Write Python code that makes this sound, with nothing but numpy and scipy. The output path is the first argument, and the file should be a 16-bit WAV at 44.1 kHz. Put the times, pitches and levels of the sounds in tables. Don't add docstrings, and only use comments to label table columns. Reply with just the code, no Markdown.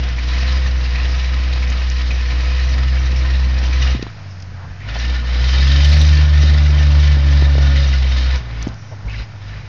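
import sys
import numpy as np
from scipy import signal
from scipy.fft import rfft, irfft, next_fast_len
from scipy.io import wavfile
from scipy.ndimage import uniform_filter1d, map_coordinates

SR = 44100
rng = np.random.default_rng(int(sys.argv[2]) if len(sys.argv) > 2 else 0)


def int16_out(signal):
    q = np.round(np.clip(np.atleast_2d(signal).T, -1, 1) * 32767)
    wavfile.write(sys.argv[1], SR, q.astype(np.int16))


def decibels_to_gain(level_db):
    exponent = np.asarray(level_db, float) / 20
    return 10 ** exponent


N = 426888

# time in seconds, firing rate in Hz, boom in dB, clatter in dB.
PULLS = [
    [(0.0, 62.5, -16.5, -34), (0.2, 59.36, -17.5, -34), (0.57, 64.7, -14, -31), (0.92, 61.23, -16.5, -33),
     (1.4, 62.98, -15, -34), (2.33, 61.04, -15.5, -33.5), (2.62, 63.58, -14, -32.5),
     (3.93, 63.83, -13, -35)],
    [(4.78, 45.67, -43, -63.5), (4.86, 50.13, -31, -49), (4.89, 51.9, -25.5, -36), (5.02, 59.3, -19, -32),
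     (5.36, 60.27, -14, -31), (5.52, 64.07, -11.5, -26), (5.98, 73.9, -8, -26), (7.16, 72.43, -8.5, -32),
     (7.8, 68.4, -9, -31), (8.0, 64.7, -12.5, -33.5), (8.36, 63.9, -11, -31.5)],
]
# resting rate in Hz, settling time in seconds,
# boom fall in dB/s, clatter fall in dB/s.
COASTS = [
    (44.25, .2, 277, 129),
    (49, 0.14, 328, 238.5),
]
COAST_BOOM_DB, COAST_CLATTER_DB = -53.5, -62.5
# time in seconds, speed change in Hz,
# boom change in dB, clatter change in dB, half length in seconds.
SURGES = [(0.146, -0.24, -2, -5, .03), (0.415, 0.29, 1, 3.5, .1), (0.735, -0.5, 0.5, -5.5, 0.072),
          (1.102, 0.6, 1, 2.5, 0.11), (1.69, -.5, 0.1, -1, 0.096), (2.795, -0.03, 0.5, -0.5, 0.083),
          (2.95, 0.4, .7, -1.5, 0.075), (3.141, -0.5, -0.5, -1.5, 0.087), (3.343, .5, 1, 1, 0.068),
          (3.517, -0.11, 0, -3.5, .1), (3.663, -1.5, -1, 3.5, .08), (3.852, .5, 1, 9, 0.07),
          (5.104, 2.5, 3.5, 0, .07), (5.238, 0.5, -3.5, -9.5, 0.064), (5.81, 0.68, 0.8, 2, .17),
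          (5.984, 0.2, 0, .5, 0.13), (6.288, -0.15, -2, -5.5, .06), (6.42, 0, .8, 0, .06),
          (6.58, 0, -0.8, -1, .06), (6.779, -0.06, -1.5, -3.5, .25), (7.041, 0, 0.46, 4, 0.16),
          (7.211, -2.5, -3, -4.5, .05), (7.324, -0.6, -0.5, 1, 0.055), (7.57, -0.28, -2, -2.5, .12),
          (7.834, 0.73, -1.5, 3, 0.071), (8.212, -1.75, -2.7, 4.5, 0.063), (8.342, 1.24, -2.5, -2.5, 0.05)]
# time in seconds, boom in dB, clatter in dB, half length in seconds.
STRAY_FIRINGS = [(4.061, -37, -51, .05), (4.509, -40, -71, .1), (4.711, -27, -70, 0.011),
                 (8.538, -26, -48.5, .1), (8.625, -26, -43.5, 0.046), (8.714, -29, -54, 0.036),
                 (9.071, -20.5, -62, .025), (9.149, -26.5, -44.5, 0.053), (9.209, -22.5, -46, 0.022),
                 (9.522, -32, -45.5, 0.099), (9.68, -37.5, -51, 0.031)]
STRAY_HZ, STRAY_LAG_S = 100.1, 0.09

# boom in dB, second harmonic in dB, its flutter in dB, rumble in dB.
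WITH_BOOM = [(-36.5, -33, 1.5, -47), (-30, -29.5, -2, -44), (-22.5, -29.5, 3.5, -41),
             (-18.5, -34, 2.5, -40.5), (-15.5, -37.5, 0.5, -40), (-13, -30, 0.5, -37),
             (-6.5, -23.5, -1.5, -33.5)]
# clatter in dB, hiss in dB.
WITH_CLATTER = [(-58, -50), (-44.5, -40.5), (-35, -33.5), (-25, -27.5)]
# firing rate in Hz, boost in dB.
WITH_SPEED = [(49, 1.5), (55, -1.5), (60, -0.5), (64.5, 0), (69, 5), (74, 4)]

# multiple of the firing rate, level in dB re load,
# share of the boom's swell, flutter in dB.
OVERTONES = [(3, -29.5, 0.65, 3), (4, -34, 0.6, 4.5), (5, -33, -0.79, 4), (7, -47.5, .8, 3),
             (8, -32.5, -0.0033, 2), (10, -43.5, 0.24, 4.5)]
# multiple of crank speed, level in dB re load.
CRANK_ORDERS = [(2, -41.5), (4, -36.5), (5, -40), (7, -41.5), (8, -47)]
# centre in Hz, half width in Hz, boost in dB.
PIPE_RESONANCES = [(274.3, 11, 5), (548, 13, 7)]

# frequency in Hz, level in dB.
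RUMBLE_COLOUR = [(25, -14.5), (45, -15.5), (60, 2), (100, -1.5), (160, -8.5), (250, -11), (400, -17.5),
                 (700, -15.5), (1100, -19), (1600, -19.5)]
# frequency in Hz, level in dB per Hz.
BLOCK_COLOUR = [(76, -14.5), (130, 8.5), (246, -12.5), (400, -22.5), (707, -16), (1080, -20.5),
                (1480, -15.5), (2150, -19.5), (3400, -26.5), (5210, -23.5), (7160, -35), (9310, -68),
                (15800, -120)]
BLOCK_DB = -39
# frequency in Hz, level in dB per Hz.
HISS_COLOUR = [(410, -22.5), (700, -7), (757, -20), (1040, -9.5), (1400, -7), (1820, -2), (2120, -3),
               (3840, -4.5), (5560, -5), (7160, -30), (9310, -60), (15800, -120)]

KNOCK_DB = [0, -4]
RATTLE = .55
SNAP_LAG, SNAP_WIDTH, SNAP_RATTLE = .2, .085, .3
# pitch in Hz, width in Hz, level in dB lugging, level in dB revving.
PANELS = [(545, 30, -34, -22), (705, 40, -27, -31), (1270, 55, -20, -24), (1030, 50, -19, -25),
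          (1450, 32, -40, -18), (2010, 50, -22, -17), (2280, 70, -20, -19), (2500, 110, -15.5, -26),
          (2880, 50, -19, -19), (3090, 50, -22, -16), (3480, 45, -26, -20), (3710, 110, -20, -13),
          (3960, 120, -14, -15), (4410, 80, -22, -20), (4880, 80, -19, -18)]
REV_FROM_S, REV_OVER_S = 4.4, .5
# pitch in Hz, width in Hz, level in dB.
BONNET = [
    (1845, 130, -11),
    (1795, 48, -12.5),
]
# time in seconds, level in dB.
BONNET_SLACK = [(0, -12), (.3, -4), (.6, -1), (1.2, -2.5), (1.5, -10), (1.9, -1.5), (2.7, -0.5), (3.3, 1),
                (3.9, -3), (5, 3), (5.8, 2), (6.2, 4.5), (6.75, 0.5), (7.0, 2.5), (7.5, 6), (8, -6),
                (9.7, 1)]
# time in seconds, peak in dB, pitch in Hz.
RAPS = [(0.2817, -17.5, 2450), (0.3803, -18.5, 4200), (0.4767, -17.5, 4080), (1.1264, -21, 5080),
        (1.3396, -17.5, 3930), (1.4343, -18, 2930), (2.4526, -21, 2740), (2.591, -21.5, 3840),
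        (2.9661, -25, 2650), (3.0622, -24.5, 3930), (3.5828, -20.5, 5510), (3.6312, -20, 2770),
        (4.8845, -21.5, 2820), (4.997, -17, 2820), (5.0492, -16.5, 2850), (5.411, -15, 3090),
        (5.4743, -17.5, 3690), (5.5373, -15.5, 4310), (5.5808, -17, 4330), (5.805, -13, 3660),
        (5.8481, -13, 3100), (5.9155, -8.5, 3790), (6.4172, -16, 3950), (6.746, -21, 3650),
        (6.9127, -18.5, 2880), (6.995, -17.5, 3700), (7.0783, -18.5, 3120), (7.2619, -19.5, 3110),
        (7.3317, -15.5, 3130), (8.0261, -19.5, 2440), (8.2093, -18, 3940)]

LINKS_PER_S, LINKS_DB = 63, -9
# start in seconds, peak in dB, pitch in Hz, t60 in seconds.
CLINKS = [(0.184, -17.5, 2190, 0.046), (0.8499, -21.5, 2475, 0.045), (1.049, -24, 3197, 0.077),
          (0.952, -20, 2400, .06), (2.005, -22, 2540, .05), (2.1049, -17, 2410, 0.072),
          (2.2977, -21, 2450, .06), (2.3967, -23.5, 3900, 0.066), (2.7776, -17, 1860, 0.051),
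          (3.247, -22.5, 1850, .06), (1.529, -14, 3980, 0.032), (1.6208, -21, 2319, 0.096),
          (3.161, -25.5, 5350, 0.1), (3.8219, -22.5, 4080, 0.079), (5.677, -13, 3390, 0.033),
          (5.716, -9.5, 3853, .03), (6.0118, -8.5, 3740, 0.034), (6.149, -10, 4550, 0.018),
          (6.21, -19.5, 1796, 0.059), (7.7562, -16, 1878, .08), (6.3365, -24, 1960, 0.12),
          (6.542, -18, 1910, 0.034), (7.4476, -20, 1920, 0.043), (8.1207, -24, 2480, 0.0446)]
# start in seconds, peak in dB, pitch in Hz, t60 in seconds.
TICKS = [(1.7, -20, 6500, 0.016), (1.9, -9.5, 5500, 0.0088), (4.0244, -15, 4100, 0.019),
         (4.4, -28, 5350, 0.025), (4.4223, -26, 5070, 0.025), (4.8032, -34, 2010, 0.056),
         (4.1, -30, 1300, 0.039), (4.424, -32, 2500, 0.022), (9.096, -26, 2500, .02),
         (4.026, -20.5, 2600, 0.017), (8.357, -23.5, 5576, 0.025), (8.626, -15, 6060, 0.013),
         (8.678, -29, 6000, 0.019), (8.6858, -25.5, 4000, 0.03), (8.741, -29, 5000, 0.021)]
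# start in seconds, peak in dB, start pitch in Hz, end pitch in Hz,
# length in seconds.
SQUEAKS = [(9.074, -37.5, 1900, 2700, 0.025), (9.09, -33.5, 2750, 2400, 0.031),
           (9.098, -40.5, 2680, 2600, .04), (9.128, -37.5, 1900, 1500, .03), (9.172, -40, 2600, 2900, .03),
           (8.2, -40, 1200, 1300, 0.033), (9.126, -34, 2300, 1850, 0.045),
           (9.185, -37.5, 1300, 1800, 0.035), (9.15, -39, 4000, 4070, 0.09)]
# centre in seconds, peak in dB, pitch in Hz, length in cycles.
POPS = [(3.13, -23, 301.8, 0.78), (3.9505, -13.5, 258, 0.94), (3.995, -22, 300, .6),
        (4.0274, -12.5, 260, 0.42), (4.0672, -22, 298, 0.47), (4.067, -24.5, 1150, 1.5),
        (8.67, -28, 720, 1.8), (8.669, -37, 1200, 1.4), (4.957, -19, 800, 1.2), (4.965, -26, 900, 2.8),
        (6.19, -21, 279.7, 0.46), (6.435, -18, 369, 0.76), (6.7, -24, 370, 0.82), (7.17, -21, 360, 0.87),
        (7.424, -14, 342, 0.73), (7.424, -26, 790, 1.6), (7.554, -16, 553.6, 0.74), (7.582, -12, 520, 0.5),
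        (8.671, -10.5, 268, 0.76), (8.925, -35, 488, 0.96), (9.058, -21.5, 110.8, 0.65)]
POP_AFTER_DB, POP_AFTER_S = -22, 0.012
POP_ONSET, POP_TAIL, POP_SAG, POP_GRIT = 3, 0.63, 0.14, 0.13
# start in seconds, rms level in
# dB, centre in Hz, width in Hz, # length in seconds.
SWELLS = [(4.539, -45, 820, 750, 0.16), (5.3, -39.5, 2120, 600, 0.075), (4.06, -56, 4800, 1800, 0.47),
          (8.46, -42, 2030, 1400, 0.2), (8.72, -54, 5600, 780, 0.27), (4.45, -50.5, 1570, 270, .36),
          (4.08, -53, 2330, 1300, 0.3), (4.8, -42, 2150, 700, .085), (5.2, -46.5, 970, 540, .07),
          (4.3, -49, 5200, 550, .03), (4.8, -42, 1850, 180, 0.028), (9.08, -48, 4900, 1000, 0.2),
          (9.42, -48.5, 2100, 1200, 0.28), (8.905, -39, 500, 450, 0.049), (9.08, -42.5, 2400, 1100, 0.2)]


def evened(x):
    return x / np.sqrt(np.mean(x ** 2) + 1e-20)


def coloured(x, points):
    size = next_fast_len(len(x))
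    hz, db = np.transpose(points)
    log_hz = np.log(np.fft.rfftfreq(size, 1 / SR) + 1)
    shape = np.interp(log_hz, np.log(hz), db, left=-90, right=-90)
    return irfft(rfft(x, size) * decibels_to_gain(shape), size)[:len(x)]


def resonate(x, hz, width):
    r = np.exp(-np.pi * width / SR)
    return signal.lfilter([1, 0, -1], [1, -2 * r * np.cos(2 * np.pi * hz / SR), r * r], x)


def drift(hz):
    count = int(N / SR * 2 * hz) + 3
    places = np.linspace(0, count - 1, N // 64)
    coarse = map_coordinates(rng.standard_normal(count), [places], order=3)
    return np.interp(np.arange(N), np.linspace(0, N, N // 64), coarse)


def bump(t, s, half, sharp):
    return np.exp(-abs((t - s) / half) ** sharp)


def add(mix, s, sound):
    part = mix[round(s * SR):][:len(sound)]
    part += sound[:len(part)]


def coast(t, pull, rest_hz, settle_s, boom_fall, clatter_fall):
    s, *columns = np.transpose(pull)
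    hz, boom_db, clatter_db = (np.interp(t, s, c) for c in columns)
    after = np.maximum(t - s[-1], 0)
    hz = rest_hz + (hz - rest_hz) * np.exp(-after / settle_s)
    return np.array([hz, boom_db - boom_fall * after, clatter_db - clatter_fall * after])


def controls():
    t = np.arange(0, N + 64, 64) / SR
    first, last = (coast(t, pull, *row) for pull, row in zip(PULLS, COASTS))
    second_pull_s = PULLS[1][0][0]
    hz, boom_db, clatter_db = np.where(t < second_pull_s, first, last)
    gain_hz, bite_db, rattle_db = sum(np.outer(change, bump(t, s, half, sharp=1.13))
                                      for s, *change, half in SURGES)
    stray, jolt = sum(np.outer(decibels_to_gain(np.array([boom, clatter])), bump(t, s, half, sharp=2.9))
                      for s, boom, clatter, half in STRAY_FIRINGS)
    keep = np.exp(-t[1] / STRAY_LAG_S)
    hz = hz + gain_hz + STRAY_HZ * signal.lfilter([1 - keep], [1, -keep], stray)
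    boom_db = 20 * np.log10(decibels_to_gain(boom_db + bite_db) + decibels_to_gain(COAST_BOOM_DB) + stray)
    clatter_db = 20 * np.log10(decibels_to_gain(clatter_db + rattle_db) + decibels_to_gain(COAST_CLATTER_DB) + jolt)

    level, *follow = np.transpose(WITH_BOOM)
    second_db, flutter_db, rumble_db = (np.interp(boom_db, level, c) for c in follow)
    hiss_db = np.interp(clatter_db, *np.transpose(WITH_CLATTER))
    curves = (hz, boom_db, second_db, flutter_db, hiss_db, clatter_db, rumble_db)
    hz, boom_db, second_db, flutter_db, *rest = (np.interp(np.arange(N) / SR, t, c) for c in curves)
    second_db = second_db + np.interp(hz, *np.transpose(WITH_SPEED)) + flutter_db * drift(hz=6)
    fired = np.cumsum(hz) / SR
    return fired, boom_db, second_db, *rest


def exhaust(fired, boom_db, second_db):
    turn = 2 * np.pi * fired + 0.019 * drift(hz=11)
    boom = -decibels_to_gain(boom_db + 0.39 * drift(hz=13)) * np.cos(turn)
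    coasting = np.clip((-22 - boom_db) / 10, 0, 1)
    ragged_db = (-0.74 + 3.3 * coasting) * drift(hz=25.18)
    second = -decibels_to_gain(second_db + ragged_db) * np.cos(2 * turn + 0.11 + 0.044 * drift(hz=1.9))

    load_db = np.minimum(boom_db, -14.)
    swell_db = boom_db - load_db
    blur = .13 + .055 * swell_db
    rate_hz = np.gradient(fired) * SR
    upper = 0
    for k, db, share, flutter_db in OVERTONES:
        pipe_db = sum(boost / (1 + ((k * rate_hz - hz) / half) ** 2) for hz, half, boost in PIPE_RESONANCES)
        wander_db = (flutter_db + 0.21 * swell_db) * np.minimum(drift(hz=4.5), 1)
        smear = (k / 5 + .3) ** 2 * blur * drift(hz=14)
        upper += decibels_to_gain(load_db + db + share * swell_db + pipe_db + wander_db) * np.cos(k * turn + smear)
    crank = sum(decibels_to_gain(load_db + db + 2. * drift(hz=5.3)) * np.cos(k * turn / 3 + drift(hz=1.1))
                for k, db in CRANK_ORDERS)
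    return np.sqrt(2) * (boom + second + upper + crank)


def rumble(fired, rumble_db):
    puffs = 1.0 + np.exp(-(fired % 1) / 0.55) * decibels_to_gain(1.6 * drift(hz=30.6))
    gas = evened(coloured(puffs * rng.standard_normal(N), RUMBLE_COLOUR))
    block = evened(coloured(rng.standard_normal(N), BLOCK_COLOUR))
    return decibels_to_gain(rumble_db + 4.0 + 1.5 * drift(hz=6)) * gas + decibels_to_gain(BLOCK_DB + 0.14 * drift(hz=6.5)) * block


def panels(shaken, rev):
    rings = np.zeros(N)
    for hz, width, lug_db, rev_db in PANELS:
        level_db = lug_db + rev * (rev_db - lug_db) + 4.2 * np.minimum(drift(hz=7), 1.2)
        rings += decibels_to_gain(level_db) * evened(resonate(shaken[hz > 2800], hz, width))
    slack_db = np.interp(np.arange(N) / SR, *np.transpose(BONNET_SLACK)) + 1.8 * drift(hz=12)
    bonnet = sum(share * decibels_to_gain(db) * evened(resonate(shaken[0], hz, width))
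                 for share, (hz, width, db) in zip((1 - rev, rev), BONNET))
    return rings + decibels_to_gain(slack_db) * bonnet


def clatter(fired, hiss_db, bright_db):
    rev = np.clip((np.arange(N) / SR - REV_FROM_S) / REV_OVER_S, 0, 1)
    crank = fired / 3 + 0.37
    turns = crank.astype(int)
    uneven_db = np.take(KNOCK_DB, turns % 2) * (1 - .6 * rev)
    strength = decibels_to_gain(uneven_db + 2. * rng.standard_normal(300)[turns])
    rattle = decibels_to_gain(2.8 * drift(hz=30.26))
    knock = uniform_filter1d(strength * np.exp(-(crank % 1) / .33), size=250)
    knock += RATTLE * uniform_filter1d(np.exp(-(fired % 1) / 0.72), size=60) * rattle
    snap = strength * bump(crank % 1, SNAP_LAG, SNAP_WIDTH, 2)
    snap += SNAP_RATTLE * (1.6 + .6 * bump(fired % 1, .5, .2, 2)) * rattle

    noise = rng.standard_normal(N)
    dull, bright = (.75 * evened(coloured((1 + .65 * push) * noise, HISS_COLOUR))
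                    for push in (knock, 1.1 * snap))
    rings = panels([(1 + 3 * push) * noise for push in (knock, snap)], rev)
    below = signal.butter(3, 2800, "low", fs=SR, output="sos")
    above = signal.butter(3, 2800, "high", fs=SR, output="sos")
    low = evened(signal.sosfiltfilt(below, dull + rings))
    high = evened(signal.sosfiltfilt(above, bright + rings))
    out = decibels_to_gain(hiss_db - 2.0 + 1.0 * drift(hz=7)) * low + decibels_to_gain(bright_db - 4.0) * high
    for s, db, hz in RAPS:
        add(out, s, decibels_to_gain(db - 12) * clink(hz, .05, .55, width=210))
    return out


def clink(hz, t60, spread, rise_s=.003, width=130):
    t, burst = np.arange(4000) / SR, rng.standard_normal(4000)
    ring = evened(resonate(burst, hz, width)) + spread * burst
    return ring * decibels_to_gain(-60 * t / t60) * np.minimum(t / rise_s, 1)


def chain_jingle(bright_db):
    size = decibels_to_gain(3.2 * np.minimum(rng.exponential(1, N), 2)) * (rng.random(N) < LINKS_PER_S / SR)
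    link = rng.integers(0, 8, N)
    jingle = np.zeros(N)
    for k, hz in enumerate(np.geomspace(2050, 5800, num=8)):
        jingle += signal.oaconvolve(size * (link == k), clink(hz, 0.13, 0.06, width=0.039 * hz))[:N]
    turning = bright_db > -41
    return decibels_to_gain(bright_db + LINKS_DB) * evened(jingle) * turning


def chain_strikes():
    out = np.zeros(N)
    for s, db, hz, t60 in CLINKS:
        add(out, s, decibels_to_gain(db - 8.0) * clink(hz, 1.5 * t60, 0.27, width=250))
    return out


def ice_ticks():
    out = np.zeros(N)
    for s, db, hz, t60 in TICKS:
        add(out, s, decibels_to_gain(db - 8.0) * clink(hz, t60, 0.81, 0.00056, width=520))
    return out


def pops():
    out, t = np.zeros(N), np.arange(-1000, 1000) / SR
    grit = evened(uniform_filter1d(rng.standard_normal((len(POPS), len(t))), size=36))
    for (s, db, hz, cycles), rough in zip(POPS, grit):
        turns = hz * t
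        sag = 1 + POP_SAG * abs(turns) * (t > 0)
        swing = np.cos(2 * np.pi * turns / sag) + POP_GRIT * rough
        fade = np.exp(-np.where(t < 0, POP_ONSET, POP_TAIL) * (turns / cycles) ** 2)
        add(out, s + t[0], -decibels_to_gain(db) * swing * fade)
        add(out, s, decibels_to_gain(db + POP_AFTER_DB) * rough * np.exp(-(t - t[0]) / POP_AFTER_S))
    return out


def lull_swells():
    out = np.zeros(N)
    for s, db, hz, width, length in SWELLS:
        count = round(length * SR)
        murmur = evened(resonate(resonate(rng.standard_normal(SR // 2), hz, width), hz, width))
        add(out, s, decibels_to_gain(db) * murmur[:count] * signal.windows.tukey(count, .6))
    return out


def squeaks():
    out = np.zeros(N)
    for s, db, from_hz, to_hz, length in SQUEAKS:
        glide = np.linspace(from_hz, to_hz, round(length * SR))
        rough = 1 + 0.79 * evened(uniform_filter1d(rng.standard_normal(4000), size=60))[:len(glide)]
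        tone = np.sin(2 * np.pi * np.cumsum(glide) / SR)
        add(out, s, decibels_to_gain(db) * rough * tone * np.hanning(len(glide)))
    return out


def scene():
    fired, boom_db, second_db, hiss_db, bright_db, rumble_db = controls()
    engine = exhaust(fired, boom_db, second_db) + rumble(fired, rumble_db)
    engine += clatter(fired, hiss_db, bright_db)
    chains = chain_jingle(bright_db) + chain_strikes() + ice_ticks() + squeaks()
    return (engine + chains + pops() + lull_swells())[None]


def roll_off(x):
    return signal.sosfilt(signal.butter(12, 15850, fs=SR, output="sos"), x)


def record(dry):
    low_cut = signal.sosfilt(signal.butter(1, 20, "high", fs=SR, output="sos"), dry)
    dull = signal.sosfilt(signal.butter(20, 6800, fs=SR, output="sos"), low_cut) + 0.0084
    over = .016 * np.logaddexp(0, (abs(dull) - .712) / .016)
    return roll_off(dull - np.sign(dull) * over)


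dry = scene()
out = record(dry)
int16_out(out)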